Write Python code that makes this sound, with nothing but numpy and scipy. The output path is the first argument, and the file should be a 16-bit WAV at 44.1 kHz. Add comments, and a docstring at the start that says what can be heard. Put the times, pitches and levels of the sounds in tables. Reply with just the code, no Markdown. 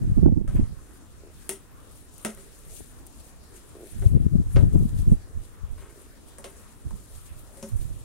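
"""On a lawn, a puppy bats at an empty plastic bottle hung from a tree, grunting softly as its paws swish in the grass.
Knocks, dents and ticks excite the bottle's walls and air; grunts are pulses through throat resonances.
Swishes are grainy noise; gusts are lumpy low noise on the two ports of a small camera microphone, with short
low swings for wind eddies and one soft low thump near 2.8 s.
A walled yard returns echoes, with far traffic hum and leaf hiss as filtered noise behind."""
import sys
import numpy as np
from scipy import signal
from scipy.io import wavfile

SR = 44100
rng = np.random.default_rng(int(sys.argv[2]) if len(sys.argv) > 2 else 0)


def persist_wave(psi):
    """Save psi, clipped to +-1, as 16-bit WAV."""
    counts = np.round(np.clip(psi, -1, 1) * 32767).astype(np.int16)
    wavfile.write(sys.argv[1], SR, np.atleast_2d(counts).T)


N = 354563
TIME = np.arange(N) / SR

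# Low swings at the ports: wind eddies, and one soft low thump near 2.8 s (two rows). Each row: start in seconds,
# peak in dB before panning, pitch in Hz, left over right in dB.
LOW_SWINGS = [(0.177, -48, 477, -25), (0.178, -20, 73, -29.5), (0.228, -9.5, 111, -32),
              (0.231, -43, 560, -25), (0.239, -12, 83, -30), (0.2575, -20, 546, -29),
              (0.259, -4.5, 276, -42), (0.283, -22, 262, -19), (0.284, -24, 570, -25),
              (0.32, -11.5, 208, -28), (0.3212, -32, 510, -28), (0.325, -22, 90.7, -30),
              (0.369, -46, 600, -25), (0.376, -30, 105, 7), (0.403, -27, 58, -30), (0.493, -22, 112, 17),
              (0.542, -19, 59, 7), (0.592, -10.5, 218, -28), (0.592, -32, 493, -25),
              (0.618, -18, 95.5, -25), (2.804, -35, 318, 22), (2.805, -40, 620, 20), (4.057, -11, 100, 30),
              (4.157, -11.5, 135, 42), (4.146, -18, 228, 28), (4.255, -18, 68.4, 30),
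              (4.35, -11.5, 155, 40), (4.404, -22.5, 73.6, 30), (4.556, -18, 91.5, -14),
              (4.63, -18, 64, 28), (4.741, -21, 111.4, 19), (4.742, -15.5, 220, 22), (4.755, -38, 487, 22),
              (4.7573, -35, 890, 22), (4.774, -39, 616, 22), (4.777, -16.5, 98, 24), (4.811, -21, 90, 28),
              (4.849, -16.5, 174, 21), (4.99, -16, 67, 30), (5.069, -13, 114, 40), (5.117, -12.5, 158, -14),
              (6.854, -26, 103, -30), (7.305, -35, 74, -22), (7.741, -21.5, 62, -25)]
PORT_HZ, PORT_WIDTH_HZ, PORT_DB = 8780, 2800, 11   # resonance of the left port


def from_db(db):
    """dB to gain."""
    return 10 ** (np.asarray(db) / 20)


def rms_one(x):
    """Scale to rms 1."""
    return x / np.sqrt(np.mean(x ** 2) + 1e-20)


def at_hz(points, hz):
    """Read a spectrum on a log-frequency axis."""
    points = np.array(points)
    return np.interp(np.log(hz), np.log(points[:, 0]), points[:, 1])


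def drift(rate_hz):
    """Slow random curve of rms 1, about rate_hz changes a second: noise through two equal poles."""
    step = 20   # samples between drawn points
    pole = np.exp(-2 * np.pi * rate_hz * step / SR)
    noise = rng.standard_normal(N // step + 2002)
    slow = signal.lfilter([1], [1, -2 * pole, pole * pole], noise)[2000:]   # drop the start-up
    return np.interp(np.arange(N) / step, np.arange(len(slow)), rms_one(slow))


def band_filter(x, hz, kind="band", order=2):
    """Butterworth filter."""
    return signal.sosfilt(signal.butter(order, hz, kind, fs=SR, output="sos"), x)


def ring(clicks, hz, t60_s):
    """Damped mode: a unit click starts a decaying sine of height 1."""
    r, w = from_db(-60 / (t60_s * SR)), 2 * np.pi * hz / SR
    return signal.lfilter([0, np.sin(w)], [1, -2 * r * np.cos(w), r * r], clicks + 1e-18)


def resonate(x, hz, width_hz):
    """Two-pole resonance of gain 1 at its peak."""
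    r = np.exp(-np.pi * width_hz / SR)
    zeros = np.array([1, 0, -1]) * (1 - r * r) / 2
    return signal.lfilter(zeros, [1, -2 * r * np.cos(2 * np.pi * hz / SR), r * r], x)


def bands(low_hz, count, source):
    """Centres and half-octave slices of two unrelated sources taken in turn."""
    edges_hz = np.minimum(low_hz * 2 ** (np.arange(count + 1) / 2), .45 * SR)
    for k in range(count):
        centre_hz = np.sqrt(edges_hz[k] * edges_hz[k + 1])
        yield centre_hz, band_filter(source[k % 2], edges_hz[k:k + 2])


def sides(pan_db):
    """Left and right gains that keep their mean power."""
    left = 1 / (1 + from_db(-2 * np.asarray(pan_db)))
    return np.sqrt(2 * np.array([left, 1 - left]))


def alike_pair(pair, hz):
    """Mid and side noise mixed to the likeness of the two ports."""
    # Each row: frequency in Hz, left-right likeness as a ratio.
    likeness = [(60, 1), (290, 0.76), (640, 0.59), (1400, 0.31), (3100, 0.019), (15000, 0.048)]
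    alike = np.clip(at_hz(likeness, hz), -1, 1)
    return np.sqrt(1 + alike) * pair[0] + np.sqrt(1 - alike) * pair[1] * [[1], [-1]]


def bottle():
    """Knocks: a crack, a grainy wash of echoes through the thin walls' resonances, and ringing air."""
    # Knocks on the bottle. Each row: time in seconds, snap in dB, edge in dB, crack above the wash in dB,
    # drive of the three air modes in dB, drive of the five wall zones from base to thin top in dB.
    knocks = np.array([(0.477, -57, -54.5, 25.4, -64, -61, -54, -48.5, -64, -47, -49, -51),
                       (1.4925, -32.5, -37.5, 30, -43.5, -33, -53, -42, -43, -41.5, -29.5, -25.5),
                       (2.2488, -35.5, -36, 28.4, -27.5, -38.5, -54, -29.5, -40, -31.5, -25.5, -24.5),
                       (2.374, -62, -66, 30, -55, -49.5, -51.5, -68, -56, -56, -48, -53),
                       (4.021, -76, -69, 19, -46, -39, -45, -40, -52, -50, -44.5, -53),
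                       (4.561, -69, -52, 29, -63, -34.5, -29, -47, -37.5, -39, -39.5, -29.5),
                       (4.569, -73, -70, 33, -63, -45, -42, -36, -49, -43, -43, -62),
                       (6.384, -50.5, -55, 26.7, -49, -52, -50, -50, -44.5, -53, -54, -64),
                       (6.442, -48.5, -46.5, 25, -48.5, -43, -42.5, -40, -39.5, -46, -38.5, -31.5),
                       (6.908, -70, -70, 35, -65, -70, -67, -60, -51, -62, -62, -68),
                       (7.572, -53, -65, 15, -78, -54, -46.5, -65, -63, -61, -48, -58),
                       (7.6271, -49.5, -43.5, 24.6, -33.5, -41, -35.5, -57, -46, -47, -47, -39)])
    # Modes of the enclosed air. Each row: frequency in Hz, t60 in seconds.
    air_modes = [(215, 0.15), (389, 0.15), (555, 0.15)]
    # Bands of the sharp snap and the duller edge: low and high limit in Hz.
    snap_hz, edge_hz = [8300, 12100], [5240, 6900]
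    # Decay of the wash in each wall zone: t60 in seconds.
    zone_t60_s = [0.18, .22, 0.21, .2, 0.2]
    treble_t60_s, return_db = 0.21, -17.5   # treble wash decay; weakening of the crack's echoes
    rattle_s, rattle_db = 0.0012, -25   # brief wall chatter: time constant, level under the crack
    top_hz, top_db = 12600, -7.5   # weaker top of the snap
    at = np.round(knocks[:, 0] * SR).astype(int)
    crack_above_db = knocks[:, 3]

    def struck(db):
        clicks = np.zeros(N)
        clicks[at] = from_db(db)
        return clicks + 1e-18

    def burst(db, t60_s):
        crack = struck(db + crack_above_db)
        crack = crack + from_db(return_db) * (echoed(crack) - crack)
        wash = signal.lfilter([1], [1, -from_db(-60 / (t60_s * SR))], struck(db))
        wash = wash * from_db(1.5 * drift(73))
        rattle_pole = np.exp(-1 / (rattle_s * SR))
        rattle = signal.lfilter([1], [1, -rattle_pole], struck(db + crack_above_db + rattle_db))
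        return crack + (wash + rattle) * alike_pair(rng.standard_normal((2, N)), 820)

    bright = burst(knocks[:, 1], treble_t60_s)
    snap = band_filter(bright, snap_hz) + from_db(top_db) * band_filter(bright, top_hz, "high")
    edge = band_filter(burst(knocks[:, 2], treble_t60_s), edge_hz)
    air = sum(ring(struck(knocks[:, 4 + k]), hz, t60_s) for k, (hz, t60_s) in enumerate(air_modes))
    air = band_filter(echoed(air), [160, 700])   # the air is pushed softly
    zone_drives = [burst(db, t60_s) for db, t60_s in zip(knocks[:, 7:].T, zone_t60_s)]
    return walls(zone_drives) + snap + edge + air


def walls(drives):
    """Thin plastic resonates: each wall mode takes the drive of its zone."""
    # Wall modes. Each row: frequency in Hz, width in Hz, gain in dB.
    wall_modes = [(442, 250, 13), (650, 93, 16.5), (750, 71, 9), (895, 49, 11), (1056, 98, 8),
                  (1283, 83, 10), (1580, 170, 5.5), (1893, 52, 4.5), (2110, 170, 0), (2660, 340, -8),
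                  (2716, 55, -0.5), (3120, 670, -8.5), (4730, 1400, -17)]
    # Upper mode frequency of the first four zones in Hz.
    zone_tops_hz = [820, 1200, 1750, 2350]
    out = 0
    for k, (hz, width_hz, db) in enumerate(wall_modes):
        drive = drives[np.searchsorted(zone_tops_hz, hz)]
        out = out + (-1) ** k * from_db(db) * resonate(drive, hz, width_hz)
    return band_filter(out, 6000, "low")


def crumple():
    """Under a paw, uneven little dents pop in and out of the wall."""
    # Each row: start in seconds, length in seconds, drive in dB, crackles per second before clumping.
    crumples = [(0.47, 0.19, -38.5, 440), (5.762, 0.14, -41, 1120)]
    draw = rng.random(N)
    size = from_db(5.1 * np.minimum(rng.exponential(1, N), 2.5)) * rng.choice([-1, 1], N)
    clumps = from_db(8.7 * drift(30))   # dents come in bursts
    pops = 0
    for s, length_s, db, per_s in crumples:
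        swell = np.sin(np.pi * np.clip((TIME - s) / length_s, 0, 1)) ** 0.3
        pops = pops + (draw < per_s * clumps / SR) * from_db(db) * swell
    zone_shares = (.2, 0.65, 0.57, 0.95, 1.0)
    return echoed(walls([share * pops * size + 1e-18 for share in zone_shares]))


def ticks():
    """A claw or tooth on the plastic: bare high cracks of fast-decaying noise, no ring."""
    # Each row: time in seconds, drive in dB.
    tick_rows = [(2.181, -38), (2.349, -35), (3.067, -36.5), (3.0713, -38.5)]
    s, db = np.transpose(tick_rows)
    clicks = np.zeros(N)
    clicks[np.round(s * SR).astype(int)] = from_db(db)
    fall_s = 0.00086   # time constant
    crack = signal.lfilter([1], [1, -np.exp(-1 / (fall_s * SR))], clicks + 1e-18)
    return band_filter(crack * rng.choice([-1, 1], N), [7000, 15000])


def echoed(x):
    """The sound and its delayed returns from the wall and the ground."""
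    # Each row: delay in seconds, level in dB.
    yard_echoes = [(0.013, -1.5), (0.024, -17), (.041, -9)]
    return x + sum(from_db(db) * np.interp(TIME - s, TIME, x) for s, db in yard_echoes)


def grunts(jitter):
    """Slow uneven pulses of the vocal folds through the throat's resonances."""
    # Each row: start in seconds, length in seconds, drive in dB, mean pulses per second.
    grunt_rows = [(1.222, 0.085, -53.5, 66), (3.745, 0.029, -47.5, 110), (3.783, .09, -48.5, 90),
                  (5.799, 0.34, -60.5, 50)]
    # Throat resonances. Each row: frequency in Hz, width in Hz, gain in dB.
    throat = [(370, 174, 24), (626, 30, 16)]
    effort, rate_hz = np.zeros(N), np.ones(N)
    for s, length_s, db, per_s in grunt_rows:
        inside = (TIME > s) & (TIME < s + length_s)
        effort += inside * from_db(db) * np.abs(np.sin(np.pi * (TIME - s) / length_s)) ** 0.31
        rate_hz[inside] = per_s
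    phase = np.cumsum(rate_hz * (1 + jitter * drift(40))) / SR
    pulses = np.diff(np.floor(phase), prepend=0) > 0
    pulses = pulses * from_db(2.0 * rng.standard_normal(N)) * np.sqrt(SR / rate_hz)   # even power at any rate
    voice = pulses * effort + 1e-18
    return sum(from_db(db) * resonate(resonate(voice, hz, width_hz), hz, width_hz)
               for hz, width_hz, db in throat)


def swish(grain_db, hush):
    """Dense fine grains of blades brushing fur and plastic; the top opens with the force of the sweep."""
    # Spectrum. Each row: frequency in Hz, relative level in dB per Hz.
    grass = [(1470, -42), (2500, -3.5), (3460, -1.5), (4800, -5.5), (6250, -3.5), (9890, 0.5), (13800, -6),
             (16000, -10)]
    rustle_db = -67.5   # faint rustle between sweeps
    tilt = 0.2   # dB per octave above PORT_HZ for each dB of force
    grains = rng.standard_normal((2, 2, N)) * from_db(grain_db * rng.exponential(1, N) + 1.5 * drift(5.3))
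    level_db = 10 * np.log10(sweeps() + from_db(2 * rustle_db))
    force_db = level_db - level_db.mean()
    out = 0
    for hz, pair in bands(2152, count=6, source=grains):
        opening_db = tilt * force_db * max(np.log2(hz / PORT_HZ), 0)
        out = out + alike_pair(pair, hz) * from_db(at_hz(grass, hz) + 1.86 * drift(22) + opening_db)
    return rms_one(out) * hush * from_db(level_db)


def sweeps():
    """Power of paws and bottle sweeping the grass: about 20 dB per length on either side of each peak."""
    # Each row: peak time in seconds, peak in dB, length in seconds.
    swishes = [(0.163, -60.5, 0.026), (.55, -56.5, 0.073), (0.8, -67, 0.24), (0.964, -61.5, 0.14),
               (1.35, -60, 0.072), (1.426, -57.5, 0.13), (1.964, -58, 0.21), (2.202, -56, 0.16),
               (2.4, -55, 0.24), (2.594, -59, 0.13), (2.71, -56, 0.024), (2.772, -49.5, 0.21),
               (2.99, -60.5, 0.046), (3.203, -51, 0.02), (3.271, -58, 0.33), (3.57, -54.5, 0.079),
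               (3.873, -57, 0.33), (4.065, -53.5, 0.1), (4.233, -59.5, 0.075), (4.54, -55.5, 0.16),
               (4.735, -62.5, 0.048), (4.83, -58, 0.25), (4.992, -52.5, 0.062), (5.123, -57.5, 0.077),
               (5.45, -57.5, 0.045), (5.81, -59, 0.089), (6.018, -62, 0.45), (6.291, -54.5, 0.051),
               (6.593, -58, 0.25), (6.905, -58, 0.09), (6.974, -57, 0.13), (7.157, -55.5, 0.18),
               (7.263, -52.5, 0.066), (7.394, -57, 0.03), (7.558, -60, 0.45), (7.692, -56, 0.051),
               (7.815, -53.5, 0.17), (8.02, -60.5, 0.22)]
    rise = 0.53   # share of a sweep spent rising
    power = 0
    for s, db, length_s in swishes:
        away = np.maximum((s - TIME) / rise, (TIME - s) / (1 - rise)) / (2 * length_s)
        power = power + from_db(2 * (db - 20 * np.minimum(away, 5)))
    return power


def wind(lumpy_db, calm_db, swing_db):
    """Turbulence of its own at each port; brighter gusts reach higher, and the rumble comes in lumps."""
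    # Plain spectrum. Each row: frequency in Hz, relative level in dB per Hz.
    plain_db = [(12, -33), (20, 11), (38, 4), (81, 4), (123, 3), (229, -5.5), (296, -16), (504, -110),
                (1600, -75), (2080, -88), (3520, -120)]
    usual_bright_db = -10.5   # brightness at which the plain spectrum holds
    rumble_db, bright_db, pan_db = gust_controls(calm_db)
    # the rumble swells around each low swing
    swells = sum(np.exp(-((TIME - s - .008) / 0.012) ** 2) for s, *rest in LOW_SWINGS)
    lumps_db = lumpy_db * np.tanh([drift(33.5), drift(30.5)]) + swing_db * np.minimum(swells, 1)
    out, plain = 0, 0
    for hz, pair in bands(20.06, count=12, source=rng.standard_normal((2, 2, N))):
        band_db = at_hz(plain_db, hz)
        reach = np.clip(np.log2(hz / 110) / 0.85, 0, 2.2)   # only the upper rumble follows the brightness
        plain = plain + pair * from_db(band_db)
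        out = out + pair * from_db(band_db + reach * (bright_db - usual_bright_db + 0.88 * lumps_db))
    out = out / plain.std() * from_db(rumble_db + lumps_db) * sides(pan_db)
    return band_filter(out, 800, "low", order=3)   # eddies are too large to hiss


def gust_controls(calm_db):
    """Each puff rises, holds and falls; brightness and side are power-weighted, so the strongest leads."""
    # Puffs of wind on the ports. Each row: start in seconds, length in seconds, rumble in dB before lumps,
    # brightness of the upper rumble in dB, left over right in dB.
    gusts = [(0.0, 0.11, -27, -11.5, -2), (0.096, 0.025, -22.5, -20, 3), (0.168, 0.17, -24.5, -12.5, -9),
             (0.353, 0.097, -36, -7.5, -14), (0.485, 0.15, -28.5, -15.5, -2),
             (0.679, 0.046, -36.5, -16.5, -6), (0.738, 0.05, -44, -44, -15),
             (3.955, 0.085, -35.5, -7.5, -19), (4.009, 0.076, -21.5, -32.5, 7),
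             (4.114, 0.15, -24.5, -14, 10), (4.336, 0.061, -20.5, -16.5, 3), (4.463, 0.027, -26.5, -30, 0),
             (4.551, 0.13, -17.5, -19.5, 10), (4.728, 0.13, -22, -16, 10.5),
             (4.87, 0.16, -28.5, -20.5, 1.5), (5.064, 0.088, -23, -17.5, 4), (5.19, 0.058, -39.5, -63, 4),
             (5.368, 0.038, -29, -74, -13), (5.64, 0.0067, -30, -87, 22), (5.705, 0.017, -35.5, -62, -24),
             (5.755, 0.09, -45, -40, -1), (6.871, 0.075, -37.5, -17.5, -3.5), (7.107, 0.13, -48, -35, -5),
             (7.312, 0.11, -46.5, -36, -6), (7.728, 0.21, -33.5, -27.5, -13), (7.965, 0.087, -43.5, -43, 1)]
    rise_db_per_s, fall_db_per_s, calm_bright_db = 589, 416, -18.5
    power = from_db(2 * calm_db) + np.zeros(N)
    bright, pan = power * calm_bright_db, power * 0
    for s, length_s, db, bright_db, pan_db in gusts:
        early, late = np.maximum(s - TIME, 0), np.maximum(TIME - s - length_s, 0)
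        puff_db = db - rise_db_per_s * early - fall_db_per_s * late
        puff = from_db(2 * np.maximum(puff_db, -150))
        power, bright, pan = power + puff, bright + puff * bright_db, pan + puff * pan_db
    return 10 * np.log10(power), bright / power, pan / power


def low_swings(cycles):
    """Wind eddies and one soft thump: each row is a short low sine under a smooth hump, panned to a side."""
    out = np.zeros((2, N))
    for s, db, hz, pan_db in LOW_SWINGS:
        t = np.arange(int(cycles / hz * SR)) / SR
        swing = from_db(db) * np.sin(2 * np.pi * hz * t) * np.sin(np.pi * t * hz / cycles) ** 2
        at = round(s * SR)
        out[:, at:at + len(t)] += sides(pan_db)[:, None] * swing
    return out


def yard(patchy_db):
    """Far hum and leaf hiss: noise in bands whose levels drift gently."""
    # Spectrum. Each row: frequency in Hz, relative level in dB per Hz.
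    yard_db = [(13, -31), (22, -2.5), (48, 2.5), (70, 1.5), (125, -18), (242, -5), (469, -11.5), (510, -20),
               (554, -13), (690, -18.5), (1200, -16), (2320, -25), (6810, -31), (9480, -36), (16000, -37)]
    out = 0
    for hz, pair in bands(21.3, count=20, source=rng.standard_normal((2, 2, N))):
        out = out + alike_pair(pair, hz) * from_db(at_hz(yard_db, hz) + patchy_db * drift(4.3))
    return rms_one(out) * from_db(-52.5)


def scene():
    """Everything at the two ports; grass and, half as deep in dB, yard dip briefly."""
    # The dip: start in seconds, end in seconds, level in dB.
    start_s, end_s, dip_db = (.265, .475, -10)
    hush = from_db(dip_db * ((TIME > start_s) & (TIME < end_s)))
    low = wind(lumpy_db=5.0, calm_db=-53.5, swing_db=5.5) + low_swings(cycles=2.23)
    background = swish(grain_db=2.5, hush=hush) + np.sqrt(hush) * yard(patchy_db=2.3)
    return low + background + bottle() + ticks() + crumple() + grunts(jitter=0.33)


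def record(dry):
    """Left port resonance, bass widening, a notch, a faint whine, rounded peaks and the top cut."""
    widen_db, widen_hz = 5.5, 418   # lift of the left-right difference in the bass
    notch_hz, notch_width_hz = 7870, 91
    whine_hz, whine_db, cutoff_hz = 15734, -85, 15800
    left = dry[0] + (from_db(PORT_DB) - 1) * resonate(dry[0], PORT_HZ, PORT_WIDTH_HZ)
    mid, side = (left + dry[1]) / 2, (left - dry[1]) / 2
    side = side + (from_db(widen_db) - 1) * signal.lfilter(*signal.butter(1, widen_hz, fs=SR), side)
    wide = np.array([mid + side, mid - side])
    notched = wide - resonate(wide, notch_hz, notch_width_hz)
    whining = notched + from_db(whine_db) * np.sin(2 * np.pi * whine_hz * TIME)
    rounded = whining / (1 + whining ** 8) ** (1 / 8)
    return signal.sosfilt(signal.ellip(12, .5, 70, cutoff_hz, fs=SR, output="sos"), rounded)


dry = scene()
out = record(dry)
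persist_wave(out)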